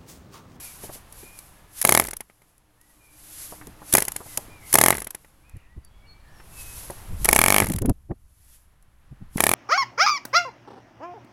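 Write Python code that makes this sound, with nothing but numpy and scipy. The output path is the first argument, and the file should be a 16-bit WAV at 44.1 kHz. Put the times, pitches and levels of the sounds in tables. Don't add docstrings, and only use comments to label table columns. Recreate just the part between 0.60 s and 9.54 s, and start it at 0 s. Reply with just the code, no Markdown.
import sys
import numpy as np
from scipy import signal
from scipy.fft import rfft, irfft
from scipy.io import wavfile
from scipy.ndimage import uniform_filter1d

SR = 44100
rng = np.random.default_rng(int(sys.argv[2]) if len(sys.argv) > 2 else 0)


def waveform_to_disk(signal):
    frames = np.transpose(np.atleast_2d(signal))
    scaled = np.clip(frames, -1, 1) * 32767
    samples = np.round(scaled).astype(np.int16)
    wavfile.write(sys.argv[1], SR, samples)


N = 394254
TIME = np.arange(N) / SR
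AGE = np.arange(4096) / SR




def undb(db):
    return 10 ** (np.asarray(db) / 20)


def curve(rows):
    return undb(np.interp(TIME, *np.transpose(rows)))


def noise(colour, size):
    hz, db = np.transpose(colour)
    bins_hz = np.fft.rfftfreq(size, 1 / SR)
    gain = undb(np.interp(np.log(bins_hz + 1), np.log(hz), db))
    x = irfft(rfft(rng.standard_normal(size)) * gain, size)
    return x / x.std()


def band(x, hz, kind, order=2):
    edges_hz = np.minimum(hz, SR / 2 - 100)
    return signal.sosfilt(signal.butter(order, edges_hz, kind, fs=SR, output="sos"), x)


def walk(rate):
    return np.interp(TIME * rate, np.arange(N // 10), rng.standard_normal(N // 10))


def swells(rows, rest_db):
    power = undb(rest_db) ** 2
    for peak_s, db, rise_s, fall_s in rows:
        drop = np.maximum((peak_s - TIME) / rise_s, (TIME - peak_s) / fall_s)
        power = power + undb(db - 20 * drop) ** 2
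    return np.sqrt(power)


def sized(x, db):
    return x * undb(db) / np.sqrt(np.sum(x ** 2) / (.005 * SR))


def fade(t60):
    return np.exp(-np.log(1000) * AGE / t60)


def ring(hz, t60):
    return np.sin(2 * np.pi * hz * AGE) * fade(t60)


def add(out, s, x):
    i = max(int(s * SR), 0)
    out[i:i + len(x)] += x[:max(N - i, 0)]


def n_wave(length, edge_hz):
    return band((1 - 2 * AGE / length) * (AGE < length), edge_hz, "low")


def jet(rise, t60):
    # frequency_hz, level_db
    gas_colour = [(300, -28), (1000, -9), (2200, -10), (4500, -10), (7000, -5.5), (9000, -3), (11000, 6),
                  (12500, -4.5), (15000, -12.5), (17000, -27)]
    return noise(gas_colour, len(AGE)) * (1 - np.exp(-(AGE / rise) ** 2)) * fade(t60)


def table_shake():
    # pitch_hz, level_db, t60_s
    wood_modes = [(140, -4.5, .07), (228, 0.5, 0.028), (370, -2.5, 0.031), (432, -9, 0.033),
                  (640, -33.5, 0.049), (710, -16, 0.035), (863, -3, .04), (1246, -15.5, 0.043),
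                  (1750, -2, 0.017), (1930, 0, 0.022)]
    out = np.zeros(len(AGE))
    for hz, db, t60 in wood_modes:
        gain = undb(db + 2.1 * rng.standard_normal())
        out += gain * ring(hz * (1 + hz / SR * rng.standard_normal()), t60)
    return out


def garden():
    # frequency_hz, level_db
    murmur_colour = [(20, 2.5), (120, 1), (250, -8), (400, -10), (1000, -9), (1600, -14), (3000, -19),
                     (6000, -26.5), (11000, -28), (15500, -34.5)]
    # time_s, level_db
    murmur_level = [
        [(0.0, -55), (0.604, -57), (0.89, -60), (1.15, -60)],
        [(1.68, -71), (2.24, -70), (2.96, -57), (4.08, -56)],
        [(4.62, -67), (5.148, -68), (6.24, -54), (6.6, -55)],
        [(7.36, -76), (7.544, -78), (8.488, -71), (8.72, -67)],
    ]
    # time_s, level_db
    far_hiss_level = [(4.3, -86), (5, -75.5), (7, -73), (7.4, -95), (7.9, -76), (8.3, -75), (8.65, -66),
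                      (8.94, -66)]
    hiss_colour = [(300, -27), (1000, 1), (1700, -0.5), (2800, -8.5), (6000, -25), (15000, -47)]
    murmur = noise(murmur_colour, N) * curve(np.vstack(murmur_level)) * undb(6 + 1.1 * walk(8))
    return murmur + noise(hiss_colour, N) * curve(far_hiss_level)


def wind():
    # frequency_hz, level_db
    wind_colour = [(15, 0), (35, -2), (70, -5.5), (130, -16), (250, -29.5), (600, -50), (2000, -102.5)]
    # time_s, level_db
    breeze_level = [
        [(0.0, -58), (1.46, -56), (1.82, -72), (3.2, -56)],
        [(4.6, -59), (5.728, -51), (5.978, -47), (6.4, -48)],
        [(6.5, -44), (6.614, -37), (7.194, -38), (7.3, -48)],
        [(7.38, -51), (7.996, -59), (8.356, -59), (8.94, -44)],
    ]
    # centre_s, level_db, half_length_s, upper_edge_hz
    buffets = [(3.09, -45, 0.049, 204), (4.961, -34, 0.022, 118), (5.179, -35, 0.026, 128),
               (6.526, -28.5, 0.049, 120), (6.552, -32, 0.04, 98), (6.619, -27.5, 0.039, 128),
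               (7.03, -23.5, 0.036, 360), (7.105, -22.5, 0.025, 340), (7.157, -23.5, 0.025, 262),
               (7.227, -22, 0.019, 398), (7.254, -19.5, 0.013, 442), (7.297, -13, 0.021, 345),
               (7.514, -24.5, 0.019, 480), (8.525, -37.5, 0.02, 180), (8.623, -37.5, 0.023, 200),
               (8.761, -18.5, 0.0047, 279)]
    out = noise(wind_colour, N) * curve(np.vstack(breeze_level)) * undb(1.8 + 1.9 * walk(10))
    for centre_s, db, half_s, hz in buffets:
        t = np.arange(-2 * half_s, 2 * half_s, 1 / SR)
        swell = np.exp(-(t / (0.71 * half_s)) ** 2)
        eddy_colour = [(hz / 10, -6), (hz / 2.8, 0), (hz * .8, -6), (hz * 1.7, -25), (hz * 5, -65),
                       (hz * 30, -100)]
        core_colour = [(hz / 2, -15), (hz, 0), (hz * 2, -9), (hz * 4.25, -24), (hz * 9, -55), (hz * 30, -80)]
        eddy = noise(eddy_colour, len(t)) * swell
        core = noise(core_colour, len(t)) * swell ** 4
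        gust = (eddy + undb(-11) * core) / eddy.std()
        add(out, centre_s - 2 * half_s, gust * undb(db - 6.5))
    return out


def birds():
    # start_s, end_s, start_hz, middle_hz, end_hz, level_db, warble (share of pitch)
    bird_notes = [(0, 0.136, 2330, 2380, 2180, -53, 0.028), (0.6, 0.814, 2270, 2450, 2300, -54, 0.02),
                  (0.91, 1.17, 1666, 1700, 1730, -64, 0.0092),
                  (2.171, 2.335, 1700, 1970, 1836, -67, 0.0056),
                  (2.397, 2.57, 2410, 2380, 2320, -59.5, 0.027),
                  (3.664, 3.772, 2090, 2030, 1950, -53, .005), (3.89, 4.02, 2380, 2400, 2170, -52.5, 0.011),
                  (4, 4.112, 2220, 2110, 2060, -48, 0.04), (4.82, 4.924, 2150, 2510, 2400, -63.5, 0.0084),
                  (4.88, 5.1, 2300, 2320, 2390, -61.5, 0.16), (5.032, 5.255, 1700, 1967, 1950, -66, .005),
                  (5.234, 5.29, 4730, 4600, 4550, -64.5, .003), (5.27, 5.445, 3240, 3350, 3340, -69, .005),
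                  (5.331, 5.693, 2227, 2300, 2354, -62.5, .012),
                  (5.454, 5.483, 2760, 2885, 2830, -63, 0.0033),
                  (5.465, 5.546, 4420, 4320, 4440, -54.5, 0.0021),
                  (5.602, 5.803, 1800, 1740, 1780, -59, 0.049),
                  (5.658, 5.73, 3700, 4800, 6860, -68.5, 0.0043),
                  (5.719, 5.856, 6150, 5420, 5860, -62.5, .004),
                  (5.909, 6.176, 2690, 2563, 2580, -49.5, 0.0035)]
    out, quaver, swell = np.zeros(N), walk(160), walk(40)
    for start_s, end_s, first_hz, middle_hz, last_hz, db, warble in bird_notes:
        now = (TIME >= start_s) & (TIME < end_s)
        progress = np.linspace(0, 1, now.sum())
        glide = np.polyfit([0, .5, 1], [first_hz, middle_hz, last_hz], 2)
        trill = np.sin(2 * np.pi * 60 * TIME[now]) + .4 * quaver[now]
        hz = np.polyval(glide, progress) * (1 + warble * trill)
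        loudness = np.sqrt(np.abs(np.sin(np.pi * progress))) * undb(db + 2 * swell[now])
        out[now] += np.sin(np.cumsum(2 * np.pi * hz / SR)) * loudness
    t = TIME[:SR // 2]
    trees = rng.standard_normal(len(t)) * (np.exp(-t / .012) + .25 * np.exp(-t / 0.12))
    echoes = signal.fftconvolve(out, trees / np.linalg.norm(trees))[:N]
    return .85 * out + .55 * echoes


def sleeve():
    # frequency_hz, level_db
    cloth_colour = [(300, -27), (1500, -12), (4000, -11), (6500, -7.5), (9000, -6.5), (11200, 2),
                    (13000, -8.5), (15000, -15), (16000, -41.5)]
    # peak_s, level_db, rise_s (to climb 20 dB), fall_s (to drop 20 dB)
    swishes = [(.05, -38.5, .4, .25), (.245, -39, .06, .07), (.345, -39.5, .06, .07),
               (.59, -45.5, .12, .25), (.78, -50, .25, .35), (1.19, -35, .065, .07), (1.62, -65, .3, .5),
               (1.88, -67, .4, .25), (2.3, -61, .22, .3), (2.83, -38.5, .33, .25), (3.3, -40, .09, .3),
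               (3.74, -42.5, .4, .21), (4.11, -38.5, .1, .15), (4.6, -61, .4, .45), (6.02, -41, .17, .4),
               (6.2, -41, .3, .35), (6.42, -56, .2, .5), (6.63, -40.5, .09, .3), (7.3, -70, .3, .4),
               (7.95, -54.5, .33, .13), (8.76, -48, .05, .4)]
    return noise(cloth_colour, N) * swells(swishes, rest_db=-77) * undb(walk(45))


def drone():
    # peak_s, level_db, rise_s (to climb 20 dB), fall_s (to drop 20 dB)
    drone_swells = [(1.1, -67, 2.0, 1.0), (3.05, -55.5, .85, 1.6)]
    hum = band(rng.standard_normal(N), [292, 314], "band", order=3)
    return hum / hum.std() * swells(drone_swells, rest_db=-86)


def knocks():
    # start_s, level_db, centre_hz
    blade_knocks = [(0.237, -35, 480), (0.294, -35.5, 715), (0.353, -43.5, 397), (0.632, -41.5, 330),
                    (2.924, -34.5, 670), (3.014, -40, 1490), (3.073, -38, 333), (3.219, -39.5, 970),
                    (3.338, -18, 340), (3.605, -36, 800), (3.661, -42, 650), (3.778, -31, 637),
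                    (3.882, -44, 300), (4.141, -19, 600), (5.8, -45, 1780), (6.301, -29.5, 650)]
    out = np.zeros(N)
    for s, db, hz in blade_knocks:
        touch = band(rng.standard_normal(len(AGE)), [hz * .45, hz * 1.44], "band", order=4) * fade(t60=0.065)
        shake = band(table_shake(), 1200, "low")
        add(out, s - .001, sized(touch, db - .5) + sized(shake, db - 4))
    return out


def ticks():
    # start_s, level_db
    metal_ticks = [(0.525, -41), (0.789, -38), (1.46, -38), (1.98, -57), (2.213, -53.5), (3.07, -41.5),
                   (3.393, -31), (3.774, -19), (4.392, -42), (4.895, -53.5), (4.968, -56), (5.248, -50),
                   (6.305, -36.5), (8.225, -59.5)]
    out = np.zeros(N)
    for s, db in metal_ticks:
        add(out, s, sized(jet(rise=0.0003, t60=0.018), db + .6))
    return out


def settle(first_db, last_db, turn, turns):
    return last_db + (first_db - last_db) * np.exp(-turn / turns)


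def crank():
    # first_burn_s, first_speed (turns per s), top_speed (turns per s),
    # gain (share of the gap to top speed won per burn), loss (turns per s lost per coasting turn),
    # burn_count, coasting_turn_count, burn_db, first_pop_db, first_hiss_db, first_gasp_db,
    # cavity_hz, cavity_db (over the blast)
    starts = [(1.2501, 23.853, 44.731, .4042, 7.383, 6, 5, -12.3, -40, -34, -16.5, 2120, -6),
              (3.3513, 33.233, 48, .35, 8.219, 1, 4, -9.6, -26, -15, -17, 2380, -8.5),
              (4.1546, 31.806, 49.203, .2919, 6.827, 7, 6, -11, -29, -31, -23, 2020, -8),
              (6.6888, 24.671, 53.747, .2097, 6.407, 14, 7, -12.5, -28, -29, -22, 2230, -2.5),
              (8.8045, 29.589, 58.845, .1921, 7, 6, 0, -15.8, -40, -31, -35, 2296, -5)]
    # speed (turns per s), lag (share of a turn)
    intake_lag = [(13, .46), (35, .58)]
    slowest_turn = 12.4
    full_charge_speed = 31
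    burns, puffs, gasps = [], [], []
    for (s, speed, top, gain, loss, firing, coasting, burn_db, first_pop_db, first_hiss_db, first_gasp_db,
         cavity_hz, cavity_db) in starts:
        firing, total = round(firing), round(firing + coasting)
        for turn in range(total):
            if turn < firing:
                burns.append((s, burn_db, max(speed - full_charge_speed, 0), cavity_hz, cavity_db))
            else:
                idle = turn - firing
                pop_db = settle(first_pop_db, -40.5, idle, turns=1.2) - 1.3 * idle
                puffs.append((s, pop_db, settle(first_hiss_db, -30.8, idle, turns=3.2)))
            if turn + 1 < total:
                gasp_db = settle(first_gasp_db, -31.8, turn, turns=2.3) + 1.6 * rng.standard_normal()
                gasps.append((s + np.interp(speed, *np.transpose(intake_lag)) / speed, gasp_db))
            s += 1 / speed
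            if turn + 1 < firing:
                speed = speed + gain * (top - speed)
            else:
                speed = max(speed - loss, slowest_turn)
    return burns, puffs, gasps


def rotation(strokes):
    times = np.sort([row[0] for row in strokes])
    return uniform_filter1d(np.interp(TIME, times, np.arange(len(times))), size=1200)


def effort(speed, burns):
    wash_db, surge_db = -38.6, -10.5
    surge_sag_db = .9
    lead_s, rise_s, decay_s = .011, .009, .038
    surge_power = np.zeros(N)
    t = TIME[:SR // 2]
    kick = (1 - np.exp(-t / rise_s)) * np.exp(-t / decay_s)
    for s, burn_db, overspeed, _, _ in burns:
        gain = undb(burn_db + surge_db - surge_sag_db * overspeed)
        add(surge_power, s - lead_s, (gain * kick) ** 2)
    steady = undb(wash_db) * speed ** 2.2
    return np.sqrt(surge_power + steady ** 2)


def propeller(turns, speed, wash):
    # frequency_hz, level_db
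    churn_colour = [(25, -17.5), (70, -9), (150, -3.5), (350, 4.5), (700, -0.5), (1200, -11.5),
                    (2100, -15.5), (3500, -22.5), (7000, -15), (11000, -16.5), (15000, -37)]
    # multiple (of the crank rate), peak_db (at 45 turns a second)
    blade_tones = [(2, -33), (4, -42.5), (6, -43.5), (8, -44.5)]
    angle = 2 * np.pi * turns
    churn = band(noise(churn_colour, N), 190, "high") * (1 + .4 * np.cos(2 * angle))
    tones = np.zeros(N)
    for multiple, db in blade_tones:
        tones += undb(db + 1.5 * walk(40)) * np.cos(multiple * angle + .4 * walk(40))
    return 0.78 * wash * churn + speed ** 2 * tones


def clatter(wash):
    out = np.zeros(N)
    for i, size in zip(rng.integers(0, N, size=900), rng.standard_normal(size=900)):
        if wash[i] > undb(-60):
            tick = sized(jet(rise=.0001, t60=0.0073), -2) + sized(table_shake(), -12)
            add(out, i / SR, wash[i] * undb(3 * size) * tick)
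    return out


def intake_gasps(gasps):
    # start_s, level_db
    lone_gasps = [(1.214, -18), (1.224, -22.5), (3.325, -18), (3.336, -10), (4.127, -16.5), (4.139, -7),
                  (6.645, -17), (7.294, -32), (8.771, -29.5)]
    out = np.zeros(N)
    for s, db in gasps + lone_gasps:
        gulp = jet(rise=0.0065, t60=.03) * np.exp(-(AGE / .006) ** 4)
        add(out, s - .001, sized(gulp, db + 1.26))
    return out


def firings(burns):
    # pitch_hz, level_db, t60_s
    treble_modes = [(10000, -8, .025), (11000, 0, 0.025), (11700, -1, 0.026)]
    blast_sag_db, crack_sag_db, scatter_db = .15, .3, .5
    out = np.zeros(N)
    for s, burn_db, overspeed, pitch_hz, cavity_db in burns:
        chance = rng.standard_normal(5)
        blast_db = burn_db - blast_sag_db * overspeed + scatter_db * chance[2]
        crack_db = burn_db + 4.3 - crack_sag_db * overspeed + scatter_db * chance[3]
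        pitch_scatter = 1 + .008 * chance[1]
        cavity_hz = pitch_hz * pitch_scatter
        ring_db = blast_db + cavity_db
        knock = sized(table_shake(), blast_db - 20.5) + sized(ring(cavity_hz, t60=0.053), ring_db - 22)
        add(out, s - .0045, knock)
        add(out, s - .0015, sized(jet(rise=.002, t60=0.011), crack_db - 20))
        length = .00095 * (1 + .05 * chance[0])
        add(out, s - .00005, sized(n_wave(length, edge_hz=6400), blast_db + 0.22))
        crack_t60 = .021 * np.exp(.2 * chance[4] - overspeed / 40)
        crack = jet(rise=.00012, t60=crack_t60) * np.exp(-(AGE / .005) ** 4)
        add(out, s + .0001, sized(crack, crack_db - .3))
        treble_ring = sum(undb(db) * ring(hz, t60) for hz, db, t60 in treble_modes)
        add(out, s + .0003, sized(treble_ring, crack_db - 12))
        flow = np.exp(-(AGE / .003) ** 2)
        cavity = ring(cavity_hz, t60=.04) * flow
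        low_cavity = (ring(1720 * pitch_scatter, t60=0.09) + ring(1250 * pitch_scatter, t60=0.0067)) * flow
        add(out, s + length - .0001, sized(cavity, ring_db - 0.5))
        add(out, s + length - .0001, sized(low_cavity, blast_db - 7.5))
        add(out, s, sized(table_shake(), blast_db - 3.5))
    return out


def port_puffs(puffs):
    # start_s, pop_db, hiss_db
    lone_puffs = [(1.699, -58.5, -64), (1.819, -65, -61), (4.647, -59.5, -59), (6.654, -31, -15.5),
                  (8.781, -35, -34)]
    out = np.zeros(N)
    for s, pop_db, hiss_db in puffs + lone_puffs:
        add(out, s, sized(n_wave(length=0.00123, edge_hz=2340), pop_db + 3.5))
        dull_gas = band(jet(rise=.001, t60=0.053), [350, 2200], "band")
        add(out, s, sized(dull_gas, pop_db + 2.5))
        add(out, s, sized(table_shake(), pop_db + 8) + sized(ring(2020, t60=.022), pop_db))
        add(out, s + .0005, sized(jet(rise=0.0042, t60=0.0077), hiss_db + 0.67))
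    return out


def engine():
    burns, puffs, gasps = crank()
    turns = rotation(burns + puffs)
    speed = np.abs(np.gradient(turns)) * SR / 45
    wash = effort(speed, burns)
    body = intake_gasps(gasps) + firings(burns) + port_puffs(puffs) + clatter(wash)
    direct = band(body, 170, "high")
    out = direct + propeller(turns, speed, wash)
    for delay_s, db in [(.0018, -20.5), (.0047, -21.5), (.0075, -26)]:
        add(out, delay_s, undb(db) * direct)
    return out


def scene():
    hands = sleeve() + knocks() + ticks()
    return (garden() + wind() + birds() + hands + drone() + engine())[None]


def record(dry):
    ceiling, top_hz = 0.84, 16000
    held = dry / (1 + (dry / ceiling) ** 4) ** (1 / 4)
    return signal.sosfilt(signal.ellip(8, .2, 70, top_hz, fs=SR, output="sos"), held)


dry = scene()
out = record(dry)
waveform_to_disk(out)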